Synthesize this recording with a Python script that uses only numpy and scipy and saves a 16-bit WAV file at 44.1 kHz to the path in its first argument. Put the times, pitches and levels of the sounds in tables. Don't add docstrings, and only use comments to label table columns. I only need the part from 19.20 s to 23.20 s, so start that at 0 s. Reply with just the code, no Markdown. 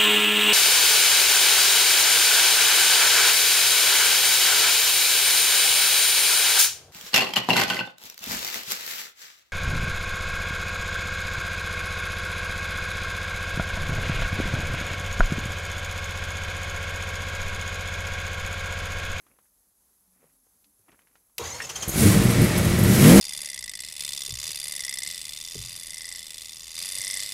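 import sys
import numpy as np
from scipy import signal
from scipy.fft import rfft, irfft
from scipy.io import wavfile

SR = 44100
rng = np.random.default_rng(int(sys.argv[2]) if len(sys.argv) > 2 else 0)


def digitize_waveform(pressure):
    field = np.atleast_2d(pressure).T
    bounded = np.clip(field, -1, 1)
    quanta = np.round(bounded * 32767).astype(np.int16)
    wavfile.write(sys.argv[1], SR, quanta)


def ratio(d):
    e = np.asarray(d, float) / 20
    return 10 ** e


N = 176400
TIME = np.arange(N) / SR


def evened(x):
    return x / np.sqrt(np.mean(x ** 2) + 1e-20)


def noise(points):
    hz, db = np.transpose(points)
    bins = np.fft.rfftfreq(N, 1 / SR)
    shape = ratio(np.interp(np.log(bins + 1), np.log(hz), db))
    return evened(irfft(rfft(rng.standard_normal(N)) * shape, N))


def wander(hz):
    coarse = signal.lfilter(*signal.butter(2, hz, fs=SR / 20), rng.standard_normal(N // 20))
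    return np.interp(TIME, TIME[::20], evened(coarse))


def resonate(x, hz, width):
    turn = np.exp(2j * np.pi * np.cumsum(hz * np.ones(len(x))) / SR)
    r = np.exp(-np.pi * width / SR)
    return 2 * (turn * signal.lfilter([1 - r], [1, -r], x / turn + 1e-18)).real


def swell(start, rise, fall):
    out, t = np.zeros(N), TIME[:SR // 4]
    first = round(start * SR)
    shape = (1 - np.exp(-(t / rise) ** 2)) * np.exp(-t / fall) * 2
    out[first:][:len(t)] = shape[:N - first]
    return out


def clicks(times, sizes):
    return np.bincount(np.clip(np.round(times * SR).astype(int), 0, N - 1), sizes, N)


def tones(rows):
    out = np.zeros(N)
    for s, hz, db, length in rows:
        turns = np.cumsum(hz * (1 + 0.019 * wander(hz=29.8))) / SR
        out += ratio(db) * swell(s, length / 3, length) * np.sin(2 * np.pi * turns)
    return out


# t/s, firing rate f/Hz, exhaust level/dB, air flow level/dB, clatter level/dB
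ENGINE = [(2.74, 64.2, -27, -37.5, -37), (2.8, 75.4, -24.5, -25.5, -31.5), (2.86, 96.4, -13.5, -27, -28),
          (2.92, 115, -16, -27.5, -29.5), (2.98, 115, -19.5, -34.5, -30.5), (3.15, 118.6, -19.5, -37, -29),
          (3.22, 120, -15.5, -37, -30), (3.29, 121, -23.5, -38, -30), (3.6, 108, -19.5, -37.5, -31.5),
          (3.72, 120.6, -14.5, -29.5, -29.5), (3.8, 138, -16, -27.5, -27), (3.84, 144.5, -9, -25.5, -23),
          (3.875, 158, -5.5, -23.5, -20.5), (3.92, 179, -6, -23.5, -21.5), (4, 211, -6.5, -23, -21.5)]
CATCH_S, FIRST_TURN = 2.745, 0.606


def engine():
    columns = np.transpose(ENGINE)
    rate, effort_db, flow_db, clatter_db = (np.interp(TIME, columns[0], c) for c in columns[1:])
    turns = FIRST_TURN + np.cumsum(rate * (TIME > CATCH_S)) / SR
    exhaust = firings(turns, rate, effort_db) + cycle_hum(turns, rate, effort_db)
    loud_firings, puffs = bangs(effort_db)
    beat = np.exp(-(turns % 1) / 1.4) + 0.48 * puffs
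    running = np.clip((TIME - 2.7) / 0.031, 0, 1)
    moving = running * (valve_gear(clatter_db, beat) + intake(flow_db, beat))
    return exhaust + loud_firings + moving + spits()


# t/s, level/dB
POPS = [
    (2.678, -25),
    (2.693, -24),
    (2.739, -27.5),
    (2.759, -20.5),
    (2.769, -28),
]


def firings(turns, rate, effort_db):
    idle_db, load_db, jitter_s = -7.5, -19, 0.00097
    at = np.flatnonzero(np.diff(np.floor(turns)))
    chance = rng.standard_normal((200, 2))[:len(at)]
    uneven_db = np.interp(rate[at], [122, 150], [idle_db, load_db])
    size = ratio(effort_db[at] + uneven_db) * chance[:, 0]
    when = at / SR + jitter_s * chance[:, 1]
    pop_s, pop_db = np.transpose(POPS)
    thuds = clicks(when, size) + clicks(pop_s, ratio(pop_db))
    return signal.oaconvolve(thuds, pipe(EXHAUST_PIPE))[:N]


# f/Hz, level/dB, t60/s
EXHAUST_PIPE = [(51, -8, 0.11), (123, 4.5, 0.029), (175, -3.5, 0.06), (325, -6, 0.061), (530, -25, 0.082),
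                (435, -14, 0.063)]


def pipe(modes):
    t = TIME[:6000]
    return -sum(ratio(db - 60 * t / t60) * np.sin(2 * np.pi * hz * t) for hz, db, t60 in modes)


def cycle_hum(turns, rate, effort_db):
    load = np.clip((rate - 120) / 25, 0, 1)
    slow = np.clip((112 - rate) / 25, 0, 1)
    idle_db = -3.5 * np.clip((140 - rate) / 15, 0, 1)
    fade_in = np.clip((TIME - CATCH_S) / 0.033, 0, 1)
    return fade_in * ratio(effort_db + idle_db) * lines(turns, load, slow)


# multiple, idle level/dB, load level/dB
CYCLE_LINES = [(6, -7.5, -12.5), (8, 1.5, -0.6), (10, -15, -19), (11, -11.5, -8), (13, -5.5, -7.5),
               (15, -13, -13), (19, -13.5, -15), (21, -14, -18), (24, -14.5, -15), (31, -19.5, -22.5),
               (40, -20.5, -35)]
NEAR_BANK = np.array([0, 1, 0, 1, 1, 0, 1, 0])


def lines(turns, load, slow):
    waver_idle, waver_load = 0.49, 0.18
    tilt_db = 5.5
    pattern = np.angle(np.fft.fft(NEAR_BANK))
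    spread = waver_idle + (waver_load - waver_idle) * load
    out = np.zeros(N)
    for k, idle_db, load_db in CYCLE_LINES:
        k = int(round(k))
        phase = 2 * np.pi * k * turns / 8 + pattern[k % 8] - np.pi / 2 * np.log2(k)
        waver = spread * np.sqrt(k / 12) * (0.55 if k == 8 else 1)
        level = ratio(tilt_db * np.log2(k / 8) * slow + idle_db + (load_db - idle_db) * load)
        steady = (1 + waver * wander(hz=16.3)) * np.cos(phase)
        out += level * (steady + waver * wander(hz=15.5) * np.sin(phase))
    return out


# t/s, level/dB
BANGS = [(2.781, -14.2), (2.8102, -14.5), (2.824, -11), (2.8337, -12), (2.8469, -10.5), (2.856, -7.5),
         (2.8668, -7), (2.8764, -10.5), (2.9054, -8.3), (2.9121, -12), (2.9463, -7.5), (2.9658, -8),
         (2.9759, -8.5), (3.0011, -9), (3.0168, -8.5), (3.0557, -8), (3.0876, -10), (3.1041, -9),
         (3.1564, -16), (3.1733, -11.5), (3.1849, -8), (3.199, -8), (3.2181, -9.5), (3.2258, -9.5),
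         (3.243, -6), (3.31, -14.7), (3.3215, -20), (3.3535, -14), (3.3636, -16.2), (3.38, -11), (3.4, -18),
         (3.4128, -14), (3.4321, -15), (3.4498, -10.5), (3.4691, -11.5), (3.4809, -13), (3.4923, -15),
         (3.5185, -12.5), (3.5391, -11), (3.5501, -20), (3.5895, -10.5), (3.6156, -12), (3.6341, -7),
         (3.661, -8), (3.702, -4), (3.7124, -9.5), (3.7282, -9.5), (3.7381, -7), (3.7458, -15),
         (3.7778, -10), (3.7924, -8), (3.8015, -6.5)]


def bangs(effort_db):
    s, db = np.transpose(BANGS)
    start = s - 0.0031
    exhaust = signal.oaconvolve(clicks(start, ratio(db - 3)), bang())[:N]
    over_db = db - effort_db[(s * SR).astype(int)] - 8.0
    puffs = signal.oaconvolve(clicks(start, ratio(over_db)), np.exp(-TIME[:1500] / 0.0081))[:N]
    return exhaust, puffs


def bang():
    push_hz, push_s = 186.3, 0.0026
    t = TIME[:6000]
    push = -np.sin(2 * np.pi * push_hz * t) * t / push_s * np.exp(1 - t / push_s)
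    upper = np.minimum(t / 0.0024, 1) * pipe([(348.4, -10.5, 0.068)])
    return push + ratio(-15) * pipe(EXHAUST_PIPE) + upper


# f/Hz, level/dB per Hz
CLATTER = [(350, -4), (600, -4.5), (770, -11.5), (2020, -12.5), (5500, -19), (9000, -20.5), (11700, -63)]
# f/Hz, width f/Hz, level/dB
CLATTER_RINGS = [(1379, 14, 3.5), (1964, 200, 1.5), (2204, 66, 1)]


def valve_gear(clatter_db, beat):
    taps = (rng.random(N) < 2500 / SR) * rng.standard_normal(N)
    rings = evened(sum(ratio(db) * evened(resonate(taps, hz, width)) * np.sqrt(width)
                       for hz, width, db in CLATTER_RINGS))
    level = ratio(clatter_db + 0.78 * wander(hz=30.3)) * (1 + 0.38 * beat)
    return level * (noise(CLATTER) + 0.35 * rings)


# f/Hz, level/dB per Hz
HISS = [(2500, -8.5), (5000, -5), (8000, -2), (10500, -2.5), (12500, -3), (14000, -9), (16000, -10)]
# t/s, f/Hz
WHOOSH = [
    (2.7, 12000),
    (2.8, 9650),
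    (3.6, 11040),
    (3.72, 11500),
    (4, 10290),
]


def intake(flow_db, beat):
    hz, width = np.interp(TIME, *np.transpose(WHOOSH)), 2400
    whoosh = evened(resonate(resonate(rng.standard_normal(N), hz, width), hz, width))
    flow = ratio(flow_db + 0.88 * wander(hz=39.8)) * (1 + 0.13 * beat)
    return flow * (noise(HISS) + ratio(-6 + 2 * wander(hz=25)) * whoosh)


# t/s, level/dB
SPITS = [
    (2.678, -30),
    (2.69, -36),
    (3.033, -33),
    (3.104, -33),
    (3.213, -30),
    (3.238, -33),
    (3.374, -29),
    (3.446, -34),
    (3.585, -31.5),
    (3.631, -30),
]


def spits():
    bursts = sum(ratio(db) * swell(s, 0.0033, 0.014) for s, db in SPITS)
    return bursts * noise([(6000, -14), (9000, -1.0), (12000, 2.0), (16000, -15)])


# t/s, air level/dB, squeak level/dB, squeak f/Hz
STROKES = [
    (2.341, -39, -39, 3250),
    (2.415, -34, -29.5, 2780),
    (2.439, -38.5, -31, 2700),
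    (2.489, -30.5, -28, 3030),
    (2.553, -31.5, -21.5, 3227),
    (2.619, -28, -20, 3280),
]
# f/Hz, level/dB per Hz
AIR = [(250, -15), (500, -8.5), (2360, -12.5), (3050, -6), (3870, -15.5), (5890, -8), (12500, -20.5),
       (15800, -32)]
# t/s, level/dB, f/Hz
YELP = (2.4, -25, 1830)


def strokes():
    air, out = noise(AIR), np.zeros(N)
    for s, air_db, squeak_db, hz in STROKES:
        sag = 0.065 * np.clip((TIME - s) / 0.0323, 0, 1)
        phase = 2 * np.pi * np.cumsum(hz * (1 - sag + 0.00484 * wander(hz=200))) / SR
        squeak = ratio(-4.5) * np.sin(phase) + np.sin(2 * phase) + ratio(-17) * np.sin(3 * phase)
        out += ratio(air_db) * swell(s, 0.008, 0.013) * air
        out += ratio(squeak_db) * swell(s, 0.011, 0.0059) * squeak * 2
    s, db, hz = YELP
    gasp = evened(resonate(resonate(air, hz, 363), hz, 530))
    return out + ratio(db) * swell(s, 0.0028, 0.007) * gasp


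# t/s, level/dB
STARTER = [
    (2.19, -45.5),
    (2.26, -38.5),
    (2.34, -43),
    (2.399, -44),
    (2.47, -46),
    (2.76, -38),
]
# f/Hz, width f/Hz, level/dB
GEARS = [(973, 57, 0), (2036, 100, 0.5), (4470, 180, -4.5), (6264, 86, 10), (6720, 230, 8)]
# f/Hz, level/dB per Hz
GRIND = [(30, -18), (90, 4), (250, -12), (480, -6), (3890, -14), (12800, -21), (13800, -31), (15800, -32)]
# t/s, f/Hz, level/dB, length t/s
BELLS = [
    (2.19, 949, -40.5, 0.016),
    (2.218, 1120, -41, 0.03),
    (2.335, 952, -42, .03),
    (2.34, 495, -41.5, 0.021),
    (2.415, 8150, -44, .012),
]
ENGAGE_S = 2.1815


def starter():
    mesh_hz = np.interp(TIME, *np.transpose(WHINE)[:2]) / 2 * (1 + 0.004 * wander(hz=39.7))
    mesh = np.diff(np.floor(np.cumsum(mesh_hz) / SR), prepend=0)
    stray = (rng.random(N) < 740 / SR) * rng.standard_normal(N)
    teeth = evened(mesh) + 0.5 * evened(stray)
    rings = np.zeros(N)
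    for hz, width, db in GEARS:
        ring = evened(resonate(resonate(teeth, hz, width * 2.0), hz, width * 3))
        rings += ratio(db + 5.6 * wander(hz=50.7)) * ring * np.sqrt(width)
    load = ratio(np.interp(TIME, *np.transpose(STARTER)))
    load *= np.clip((TIME - ENGAGE_S) / 0.0021, 0, 1) * np.clip((3 - TIME) / 0.12, 0, 1)
    grind = ratio(1 + 1.0 * wander(hz=29.8)) * noise(GRIND)
    return load * (evened(rings) + grind) + engagement() + whine() + tones(BELLS)


def engagement():
    after = np.maximum(TIME - ENGAGE_S, 0)
    snap = ratio(-23 - 60 * after / 0.037) * (after > 0)
    snap = snap * noise([(500, -31.0), (2500, 5), (7000, -2.5), (12000, -4.5), (16000, -8)])
    clunk = ratio(-33.5) * swell(ENGAGE_S + 0.0057, 0.013, 0.029)
    return snap + clunk * noise([(200, -17), (470, 7), (700, -11), (950, 0), (1400, -18), (3000, -37)])


# t/s, f/Hz, level/dB
WHINE = [
    (2.2, 621, -45.5),
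    (2.26, 790, -41.5),
    (2.28, 865, -49),
    (2.33, 1060, -41.5),
    (2.39, 1092, -43),
    (2.429, 1060, -59),
    (2.6, 1072, -67),
]
# multiple, level/dB
WHINE_ORDERS = [(2, -8.5), (4, -8), (5, -7.5), (6, -4.5), (8, -13)]


def whine():
    s, hz, db = np.transpose(WHINE)
    speed = np.interp(TIME, s, hz)
    level = (TIME > s[0]) * (TIME < s[-1]) * ratio(np.interp(TIME, s, db))
    whistles = np.zeros(N)
    for k, order_db in WHINE_ORDERS:
        fuzz = resonate(resonate(rng.standard_normal(N), k * speed, 110), k * speed, 200)
        whistles += ratio(order_db) * evened(fuzz)
    return level * whistles


def shed(x):
    taps = np.zeros(SR // 2)
    slots = np.arange(300, SR // 2 - 20, 20)
    count = len(slots)
    taps[slots + rng.integers(0, 20, count)] = rng.choice([-1., 1.], count)
    taps *= ratio(-60 * TIME[:SR // 2] / 0.14)
    return signal.fftconvolve(x, taps / np.linalg.norm(taps))[:N]


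# f/Hz, level/dB per Hz
YARD = [(18, -12), (45, 4.5), (134, -12), (183, -4.5), (350, -11.5), (900, -12.5), (2800, -22.5),
        (11200, -8), (15800, -16.5)]
# t/s, f/Hz, level/dB, length t/s
HOLLOWS = [
    (.85, 182, -72, 0.088),
    (.99, 250, -68, .03),
    (1.035, 160, -66.5, 0.028),
    (1.1, 264, -73.5, .08),
    (1.445, 291, -73, 0.047),
    (1.445, 203, -76, .06),
    (1.59, 100, -67, 0.022),
    (1.59, 390, -70, 0.015),
]


def yard():
    air = ratio(-68 + 0.87 * wander(hz=11)) * noise(YARD)
    return air + insects() + tones(HOLLOWS) + scuffs() + ticks()


# f/Hz, width f/Hz, level/dB
CHIRRS = [(6380, 200, -84), (11000, 60, -79), (11500, 60, -79.5), (12000, 150, -85), (12900, 200, -86)]


def insects():
    hz, width = 11080, 760
    main = evened(resonate(resonate(rng.standard_normal(N), hz, width), hz, width))
    out = ratio(-73 + 1.5 * wander(hz=40)) * main
    for hz, width, db in CHIRRS:
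        out += ratio(db + 2.5 * wander(hz=16)) * evened(resonate(rng.standard_normal(N), hz, width))
    return out


# middle t/s, length t/s, level/dB
SCUFFS = [
    (0.097, 0.21, -73.5),
    (1.027, 0.17, -73),
    (1.693, 0.02, -59),
    (1.735, .05, -65.5),
    (1.82, 0.39, -76),
]
# f/Hz, level/dB per Hz
SCUFF = [(60, -9), (200, 0), (300, 0), (700, -7.5), (2500, -9), (6000, -50)]


def scuffs():
    shape = sum(ratio(db) * np.exp(-((TIME - s) / length * 2) ** 2) for s, length, db in SCUFFS)
    return noise(SCUFF) * ratio(5.1 * wander(hz=250)) * shape


# t/s, peak level/dB, f/Hz
TICKS = [(0.067, -47, 1230), (0.139, -58, 541), (0.188, -46.5, 1040), (0.256, -58, 1570),
         (1.029, -49.5, 501), (1.042, -49.5, 515), (1.068, -60, 584), (1.268, -56.5, 536),
         (1.444, -47.5, 3820), (1.683, -47.5, 1050), (1.719, -46, 2550), (1.73, -57, 530),
         (1.792, -46, 1592), (1.819, -53, 2400), (1.872, -49.5, 2020), (1.955, -43, 1420),
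         (2.098, -60, 1060)]


def ticks():
    out, t = np.zeros(N), TIME[:2000]
    for s, db, hz in TICKS:
        knock = np.sin(2 * np.pi * hz * t) * np.exp(-t * hz / 1.07)
        grit = evened(resonate(rng.standard_normal(2000), hz, hz)) * np.exp(-t / 0.0097)
        out[round(s * SR):][:2000] += ratio(db + 0.5) * (knock + ratio(-16) * grit)
    return out


def scene():
    car = engine() + strokes() + starter()
    mid = car + ratio(-12.5) * shed(car) + yard()
    side = ratio(-35) * shed(mid)
    return np.array([mid + side, mid - side])


def top_cut(x):
    return signal.sosfilt(signal.butter(12, 16330, fs=SR, output="sos"), x)


def record(dry):
    low_cut = signal.lfilter(*signal.butter(2, 40, "high", fs=SR), dry)
    limited = np.tanh(low_cut / 1.039) * 1.051
    treble_limit = signal.firwin(1501, 15790, window=("kaiser", 9), fs=SR)
    mix = signal.oaconvolve(limited, treble_limit[None], "same")
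    return top_cut(mix)


dry = scene()
out = record(dry)
digitize_waveform(out)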